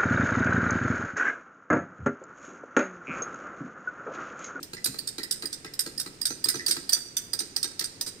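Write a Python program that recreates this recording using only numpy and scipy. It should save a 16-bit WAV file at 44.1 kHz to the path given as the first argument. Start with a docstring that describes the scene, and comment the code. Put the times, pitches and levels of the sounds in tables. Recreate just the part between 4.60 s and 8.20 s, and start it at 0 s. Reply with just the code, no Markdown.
"""A glass beaker is swirled by hand on a wooden block in a small hard room, over faint room noise.
From the start, about four times a second, its foot knocks dully on the block, a glass tube clinks on
one side and an electrode (a probe in the beaker) rattles against the other. Around two seconds in,
the rim rings softly, mostly as the foot knocks. Then the electrode twice strikes the rim squarely, so
the whole beaker rings. The clinks, taps and knocks go on to the end."""
import sys
import numpy as np
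from scipy import signal
from scipy.fft import rfft, irfft
from scipy.io import wavfile

SR = 44100
rng = np.random.default_rng(int(sys.argv[2]) if len(sys.argv) > 2 else 0)


def waveform_to_disk(signal):
    """Save audio, clipped to [-1, 1], as 16-bit WAV at the path in sys.argv[1]."""
    frames = np.transpose(np.atleast_2d(signal))
    scaled = np.clip(frames, -1, 1) * 32767
    samples = np.round(scaled).astype(np.int16)
    wavfile.write(sys.argv[1], SR, samples)


N = 158760

# Levels in the tables are relative. A mode is one tone of a struck object; its fade is the time it
# takes to drop 60 dB. Pan is left minus right. A crack is the short hiss of a contact.
# room noise (frequency [Hz], level [dB])
AIR_SPECTRUM = [(25, 5), (50, 0.5), (80, 6.5), (135, 10.5), (200, 9), (290, 8), (430, 6), (650, -4),
                (1050, -10), (1800, -6.5), (2800, -9.5), (5000, -13.5), (8500, -9), (10500, -22),
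                (14000, -26.5)]
# how long the room rings (frequency [Hz], fade [s])
ROOM_FADES = [(200, 1), (1500, 0.67), (5000, 0.72), (9000, 0.57), (15000, 0.35)]
# how much of the left-right difference is kept (frequency [Hz], gain [dB])
STEREO_WIDTH = [(25, -5), (60, -2), (130, -13.5), (300, -13), (480, -6.5), (750, -2), (1500, 0)]
# knocks of the foot (time [s], thud [dB], clack [dB], glass tick [dB])
FOOT_KNOCKS = [(.004, -39, -64, -55), (.133, -35.5, -41.5, -30.5), (0.259, -38, -40, -22),
               (0.342, -37.5, -44, -37.5), (.582, -32, -39, -27.5), (0.823, -55, -44, -29),
               (.831, -34.5, -40, -44), (1.046, -38, -40.5, -35.5), (1.262, -34.5, -39, -29.5),
               (1.461, -36.5, -41, -34), (1.704, -32.5, -37, -29.5), (1.856, -36.5, -39.5, -27.5),
               (1.942, -30.5, -36, -34), (1.956, -42, -47, -29), (2.084, -35.5, -50, -26),
               (2.113, -42, -42, -30), (2.166, -34, -38, -29.5), (2.364, -44.5, -42, -46),
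               (2.738, -44, -45, -32), (2.804, -38, -40.5, -27.5), (2.967, -45, -42.5, -38),
               (3.041, -38, -38.5, -28.5), (3.21, -42, -39.5, -26), (3.469, -40.5, -48, -33.5)]
# hollow tocks as the foot settles (time [s], level [dB], glass tick [dB])
FOOT_TOCKS = [(0.168, -48.5, -44), (0.602, -46.5, -51), (0.64, -47.5, -52), (0.849, -52, -63),
              (1.065, -49.5, -46), (1.894, -47.5, -53), (1.993, -40, -37.5), (3.212, -46.5, -38)]
# deeper bumps of the block on the bench (time [s], level [dB])
BENCH_BUMPS = [(.282, -34), (1.866, -41.5), (1.956, -36.5), (2.169, -44)]
# the rim rings softly, mostly as the foot knocks on the block (time [s], level [dB], pitch [Hz])
RIM_RINGS = [(1.676, -23, 5930), (1.704, -20, 6040), (1.941, -18.5, 5960), (2.09, -15, 5880)]
# tube clinks (time [s], level [dB], pitch [Hz], rim ring [dB], crack [dB])
TUBE_CLINKS = [(0.029, -29.5, 5040, 2, 6.5), (0.387, -19, 4680, -20, -4.5), (0.632, -21.5, 4900, -30, -0.5),
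               (0.856, -18.5, 4920, -10, -10), (1.137, -29.5, 5000, -25, 3), (1.377, -19, 4970, -16, -24),
               (1.614, -16.5, 4900, -20, -6.5), (1.8409, -10.5, 4836, -10, -7),
               (2.063, -12.5, 4800, -16, -3), (2.293, -14, 4770, -20, -1), (2.3219, -18, 5100, -8, -2.5),
               (2.7326, -14, 4930, -2, -4.5), (2.963, -13, 4900, 1, -5), (3.194, -17, 4905, 4, 1),
               (3.4107, -17.5, 4915, 6.5, 3)]
# electrode taps (time [s], level [dB], pitch [Hz], stretch of the other modes [ratio], rim ring [dB],
# crack [dB], boost of the highest modes [dB])
ELECTRODE_TAPS = [(0.243, -16, 4780, 0.99, -10, -8, 3.5), (0.2591, -21, 4560, 1.02, -4, 7, 1.5),
                  (0.4735, -20.5, 4950, 0.97, -7, 0, -1), (0.7102, -15, 5170, 0.99, -9, -3, -0.5),
                  (.928, -23.5, 4960, 0.95, -0.5, 2, -2.5), (1.192, -15, 5110, 1.02, -8, 3.5, 1),
                  (1.398, -18.5, 5160, 0.97, -3, -1, 3), (1.654, -14, 5000, 0.99, -2, 2, 0),
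                  (1.886, -13, 5140, 1.03, -3.5, 3, 1.5), (2.081, -18, 4650, 1.08, 8, 5.5, 1),
                  (2.109, -11.5, 4680, .995, 0, -2, -4), (2.790, -17, 5100, 1, 2, -3, -6),
                  (3.029, -15, 5110, 0.98, 0, -5.5, -3.5), (3.241, -21.5, 4560, 1, 5, 1.5, -3),
                  (3.463, -28, 5090, 1.01, 5.5, 6, -5), (3.475, -28.5, 4900, 1.06, 5, 8, -2)]
# square strikes on the rim (time [s], level [dB], wall mode [Hz], wall mode [dB], low mode [dB])
RIM_STRIKES = [(2.3305, -14, 4700, -1.5, -17), (2.5676, -20, 4850, -6, -9)]
# modes of the foot, block and bench (frequency [Hz], level [dB], fade [s], pan [dB])
THUD_MODES = [(196, -9.5, 0.052, 0.029), (288.3, -3.5, 0.11, 0.82), (334.3, -0.5, 0.056, -2.4),
              (427.3, -6, 0.082, -1)]
CLACK_MODES = [(880, -5.5, 0.014, -2), (1345, -1, 0.04, 10.5), (1607, 0, 0.025, 7), (1946, -2, 0.053, 0),
               (2425, -3, 0.014, 2)]
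TICK_MODES = [(4155, 1, 0.011, -9), (4680, 0, 0.0073, -9), (6900, -5, 0.007, -15), (8690, -1.5, 0.026, -2),
              (11900, -12, 0.0078, -3), (14330, -9, 0.0092, -9)]
TOCK_MODES = [(1863, 1.5, 0.021, 2), (1957, 4.5, 0.047, -1.5)]
TOCK_TICK_MODES = [(5000, 1, 0.0091, -18)]
BENCH_MODES = [(137.4, -2, 0.083, -5.5), (199, -3, 0.18, -20.5), (275, -0.5, 0.12, 1)]
# modes of the glass (frequency [Hz], level [dB], fade [s], pan [dB])
TUBE_MODES = [(1828, -17, 0.063, 0.5), (4090, -22, 0.024, -3), (4860, 1, 0.018, -15),
              (8270, -5, 0.047, -6.5), (9110, -7, 0.043, -3), (10900, -15, 0.0063, -12),
              (13900, -15, .006, -14), (15700, -22, 0.018, 15)]
BEAKER_WALL_MODES = [(3843, -12.5, 0.053, -4), (4810, -10, 0.047, -13), (4970, -3, 0.011, -9.5),
                     (7080, -16.5, 0.035, 2), (8170, -12, 0.025, -21), (8708, -2.5, 0.025, -5.5),
                     (8330, -19.5, 0.0084, 23), (11275, -9.5, 0.017, -4.5), (13870, -14, 0.022, -20),
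                     (13370, -13.5, 0.036, -8)]
RIM_MODES = [(5906, -18.5, 0.27, -16), (5964, -13.5, 0.14, -11), (9870, -32, 0.05, -5)]
WHOLE_BEAKER_MODES = [(5930, -4, .07, -12), (5942, -17, .16, -4), (6380, -16, .025, -5),
                      (6850, -15, .025, -3), (7270, -14, .025, -3), (8550, -7, .016, -3),
                      (9120, -12, .018, -3), (9960, -14, .05, -5), (11200, -13, .008, -6),
                      (13500, -10, .013, -11), (15200, -22, .03, -5)]
# cracks of glass on wood, of the tube and of the electrode (frequency [Hz], level [dB])
FOOT_CRACK_SPECTRUM = [(200, -28), (780, -11), (1050, -9), (1400, -5), (2500, -0.5), (4200, -3.5),
                       (6000, -0.5), (9000, -4.5), (10500, -50), (15000, -18)]
TUBE_CRACK_SPECTRUM = [(200, -15), (900, -3.5), (1500, -7), (2600, -10), (4000, 5), (6500, -3), (9500, 3.5),
                       (10500, -8), (14000, 4), (15500, -12)]
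GLASS_CRACK_SPECTRUM = [(200, -23), (900, -30), (1500, 1.5), (2800, -13), (3700, -2), (6500, -3.5),
                        (9000, 9.5), (10400, -49), (12500, -15.5), (15000, -23)]

RING_TIME = np.arange(SR // 3) / SR  # seconds since a contact
AIR_DB, THUD_DB, CLACK_DB, TICK_DB, TUBE_DB, TAP_DB = -49.5, -1, -3.5, -8, -8.5, -6
BOUNCE_S, BOUNCE_WIDTH_S, BOUNCE_GAIN = 0.0035, 0.00042, 0.85
FIRST_TOUCH, SCATTER, RIGHT_LAG_S = 3.57, 0.53, 0.000185
WAVER_DEPTH, WAVER_HZ, RISE_CYCLES = 0.0023, 28.3, 0.83  # depth is a share of the pitch
ECHO_START_S, ECHO_DECAY_S = 0.0066, 0.012
WALL_ECHO_S, WALL_ECHO_WIDTH_S, WALL_ECHO_GAIN = 0.01356, 0.00095, 0.74
FOOT_CHATTER_S, THUD_LAG_S = 0.002, 0.002865
RATTLE_GAP_S, RATTLE_DB, RATTLE_FALL_DB_PER_S = 0.015, -9, 211
SPARKLE_ABOVE_HZ, TOP_HZ = 10500, 15500


def gain(db):
    """Turn decibels into a number to multiply by."""
    return 10 ** (np.asarray(db) / 20)


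def normalise(x):
    """Scale each channel to the energy of a five-millisecond burst at full level."""
    return x / np.sqrt(np.sum(x ** 2, axis=-1, keepdims=True) / (.005 * SR))


def pan(db):
    """Share a sound between left and right, keeping its total power."""
    sides = gain(np.array([[db], [-db]]) / 2)
    return sides / np.sqrt(np.mean(sides ** 2))


def colour(x, spectrum):
    """Turn each frequency up or down along a curve of (frequency [Hz], level [dB]) points."""
    n = x.shape[-1]
    hz, db = np.array(spectrum).T
    curve_db = np.interp(np.log(np.fft.rfftfreq(n, 1 / SR) + 1), np.log(hz), db)
    return irfft(rfft(x) * gain(curve_db), n)


def add(out, time, x):
    """Mix a sound in at a time in seconds."""
    start = max(int(time * SR), 0)
    out[:, start:start + x.shape[1]] += x[:, :N - start]


def contact(chatter_s):
    """The push of a hit: a first touch, then brief chatter with a bounce, a bit different each side."""
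    t = RING_TIME[:SR // 50]
    noise = rng.standard_normal((3, len(t)))
    chatter = np.exp(-(t / chatter_s) ** 4)
    bounce = BOUNCE_GAIN * np.exp(-((t - BOUNCE_S) / BOUNCE_WIDTH_S) ** 2)
    push = (noise[0] + SCATTER * noise[1:]) * (chatter + bounce)
    push[:, 0] += FIRST_TOUCH
    return push


def ring(modes, pitch=1, chatter_s=0.005):
    """One hit sets the modes ringing, wavering a little; the sound reaches the right side later."""
    push, out = contact(chatter_s), 0
    t = np.maximum(RING_TIME - np.array([[0], [RIGHT_LAG_S]]), 0)
    waver = WAVER_DEPTH / (2 * np.pi * WAVER_HZ) * np.sin(2 * np.pi * (WAVER_HZ * t + rng.random()))
    for hz, db, fade_s, pan_db in modes:
        envelope = (1 - np.exp(-t * hz / RISE_CYCLES)) * np.exp(-np.log(1000) * t / fade_s)
        tone = np.sin(2 * np.pi * hz * pitch * (t + waver)) * envelope
        struck = signal.fftconvolve(tone, push, axes=1)[:, :len(RING_TIME)]
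        out = out + normalise(struck) * pan(pan_db) * gain(db)
    return out


def retune(modes, hz, stretch=1):
    """The point of contact moves the mode nearest to hz onto it; the others stretch together."""
    nearest = min(modes, key=lambda mode: abs(mode[0] - hz))
    return [(hz if mode is nearest else mode[0] * stretch, *mode[1:]) for mode in modes]


def crack(spectrum, decay_s, pan_db):
    """A contact makes a burst of noise that dies quickly."""
    noise = colour(rng.standard_normal((2, len(RING_TIME))), spectrum)
    return normalise(noise * np.exp(-RING_TIME / decay_s)) * pan(pan_db)


def air():
    """Faint, steady room noise, mostly low in pitch."""
    noise = colour(rng.standard_normal((2, N)), AIR_SPECTRUM)
    return noise * gain(AIR_DB) / np.std(noise)


def room(x, tail_db):
    """The room adds a smooth tail of echoes whose highest tones die first."""
    t = np.arange(SR) / SR
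    noise, hz = rfft(rng.standard_normal((2, SR))), np.fft.rfftfreq(SR, 1 / SR)
    centres, tail = np.array(ROOM_FADES)[:, 0], 0
    for share, (_, fade_s) in zip(np.eye(len(centres)), ROOM_FADES):
        band = irfft(noise * np.interp(hz, centres, share), SR)
        tail = tail + band * (t > WALL_ECHO_S) * np.exp(-np.log(1000) * t / fade_s)
    tail /= np.sqrt(np.sum(tail ** 2) / 2)
    return x + gain(tail_db) * signal.fftconvolve(x, tail, axes=1)[:, :N]


def echoes(x, db):
    """Quick echoes off the bench and a wall, new for each hit because the beaker moves."""
    t = RING_TIME[:SR // 12]
    bench = (t > ECHO_START_S) * np.exp(-(t - ECHO_START_S) / ECHO_DECAY_S)
    wall = WALL_ECHO_GAIN * np.exp(-((t - WALL_ECHO_S) / WALL_ECHO_WIDTH_S) ** 2)
    envelope = bench + wall
    pattern = rng.standard_normal((2, len(t))) * envelope / np.sqrt(np.sum(envelope ** 2))
    return x + gain(db) * signal.fftconvolve(x, pattern, axes=1)[:, :x.shape[1]]


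def beaker_foot():
    """The rocking foot clacks, ticks and thuds, and settles with a tock; the block bumps the bench."""
    out = np.zeros((2, N))
    for time, thud_db, clack_db, tick_db in FOOT_KNOCKS:
        tick = ring(TICK_MODES) + gain(-5.5) * crack(FOOT_CRACK_SPECTRUM, decay_s=.004, pan_db=1.5)
        clack = gain(clack_db + CLACK_DB) * ring(CLACK_MODES, chatter_s=FOOT_CHATTER_S)
        add(out, time, echoes(clack + gain(tick_db + TICK_DB) * tick, db=-4))
        thud = gain(thud_db + THUD_DB) * ring(THUD_MODES, chatter_s=FOOT_CHATTER_S)
        add(out, time + THUD_LAG_S, echoes(thud, db=-5.5))
    for time, db, tick_db in FOOT_TOCKS:
        tock = gain(db) * ring(TOCK_MODES) + gain(tick_db) * ring(TOCK_TICK_MODES)
        add(out, time, echoes(tock, db=-1))
    for time, db in BENCH_BUMPS:
        add(out, time, gain(db) * ring(BENCH_MODES))
    return out


def rim_rings():
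    """The rim rings softly, mostly as the foot knocks on the block."""
    out = np.zeros((2, N))
    for time, db, hz in RIM_RINGS:
        rim = ring(RIM_MODES, pitch=hz / RIM_MODES[0][0])
        add(out, time, gain(db) * echoes(rim, db=-2))
    return out


def glass_tube():
    """The tube clinks on the beaker; its main tone shifts with the point of contact."""
    out = np.zeros((2, N))
    for time, db, hz, rim_db, crack_db in TUBE_CLINKS:
        clink = ring(retune(TUBE_MODES, hz)) + gain(rim_db) * ring(RIM_MODES)
        clink += gain(crack_db - 3.5) * crack(TUBE_CRACK_SPECTRUM, decay_s=.0085, pan_db=-2)
        add(out, time, gain(db + TUBE_DB) * echoes(clink, db=-8.5))
    return out


def glass_crack():
    """The sharp noise of glass meeting glass."""
    return gain(-7.5) * crack(GLASS_CRACK_SPECTRUM, decay_s=.007, pan_db=-2)


def add_rattle(out, time, db):
    """After a hit the electrode rattles on: six unevenly spaced cracks, ever fainter."""
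    for delay in RATTLE_GAP_S * np.cumsum(rng.uniform(.5, 1.5, size=6)):
        add(out, time + delay, gain(db + RATTLE_DB - RATTLE_FALL_DB_PER_S * delay) * glass_crack())


def electrode():
    """Bright, rough taps ring the beaker's wall and rattle on briefly."""
    out = np.zeros((2, N))
    for time, db, hz, stretch, rim_db, crack_db, sparkle_db in ELECTRODE_TAPS:
        modes = [(mode_hz, level + sparkle_db * (mode_hz > SPARKLE_ABOVE_HZ), fade_s, pan_db)
                 for mode_hz, level, fade_s, pan_db in retune(BEAKER_WALL_MODES, hz, stretch)]
        tap = ring(modes) + gain(rim_db) * ring(RIM_MODES) + gain(crack_db) * glass_crack()
        add(out, time, gain(db + TAP_DB) * echoes(tap, db=-3.5))
        add_rattle(out, time, db)
    return out


def rim_strikes():
    """The electrode hits the rim squarely, so the whole beaker rings."""
    out = np.zeros((2, N))
    for time, db, wall_hz, wall_db, low_db in RIM_STRIKES:
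        # two more modes (frequency [Hz], level [dB], fade [s], pan [dB])
        wall_mode, low_mode = (wall_hz, wall_db, .022, -10), (3530, low_db, .03, -2)
        strike = ring(WHOLE_BEAKER_MODES + [wall_mode, low_mode]) + gain(-2) * glass_crack()
        add(out, time, gain(db) * echoes(strike, db=-5.5))
        add_rattle(out, time, db + 3.5)
    return out


def scene():
    """All the clinks, taps and knocks echo in the room, over its noise."""
    return (room(glass_tube(), tail_db=-14)
            + room(electrode() + rim_rings(), tail_db=-15.5)
            + room(rim_strikes(), tail_db=-14.5)
            + room(beaker_foot(), tail_db=-10)
            + air())


def record(dry):
    """Two microphones close together hear the bass much alike; the very highest tones are cut."""
    middle = (dry[0] + dry[1]) / 2
    side = colour((dry[0] - dry[1]) / 2, STEREO_WIDTH)
    low_pass = signal.ellip(8, .2, 70, TOP_HZ, fs=SR, output="sos")
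    return signal.sosfilt(low_pass, np.array([middle + side, middle - side]))


dry = scene()
out = record(dry)
waveform_to_disk(out)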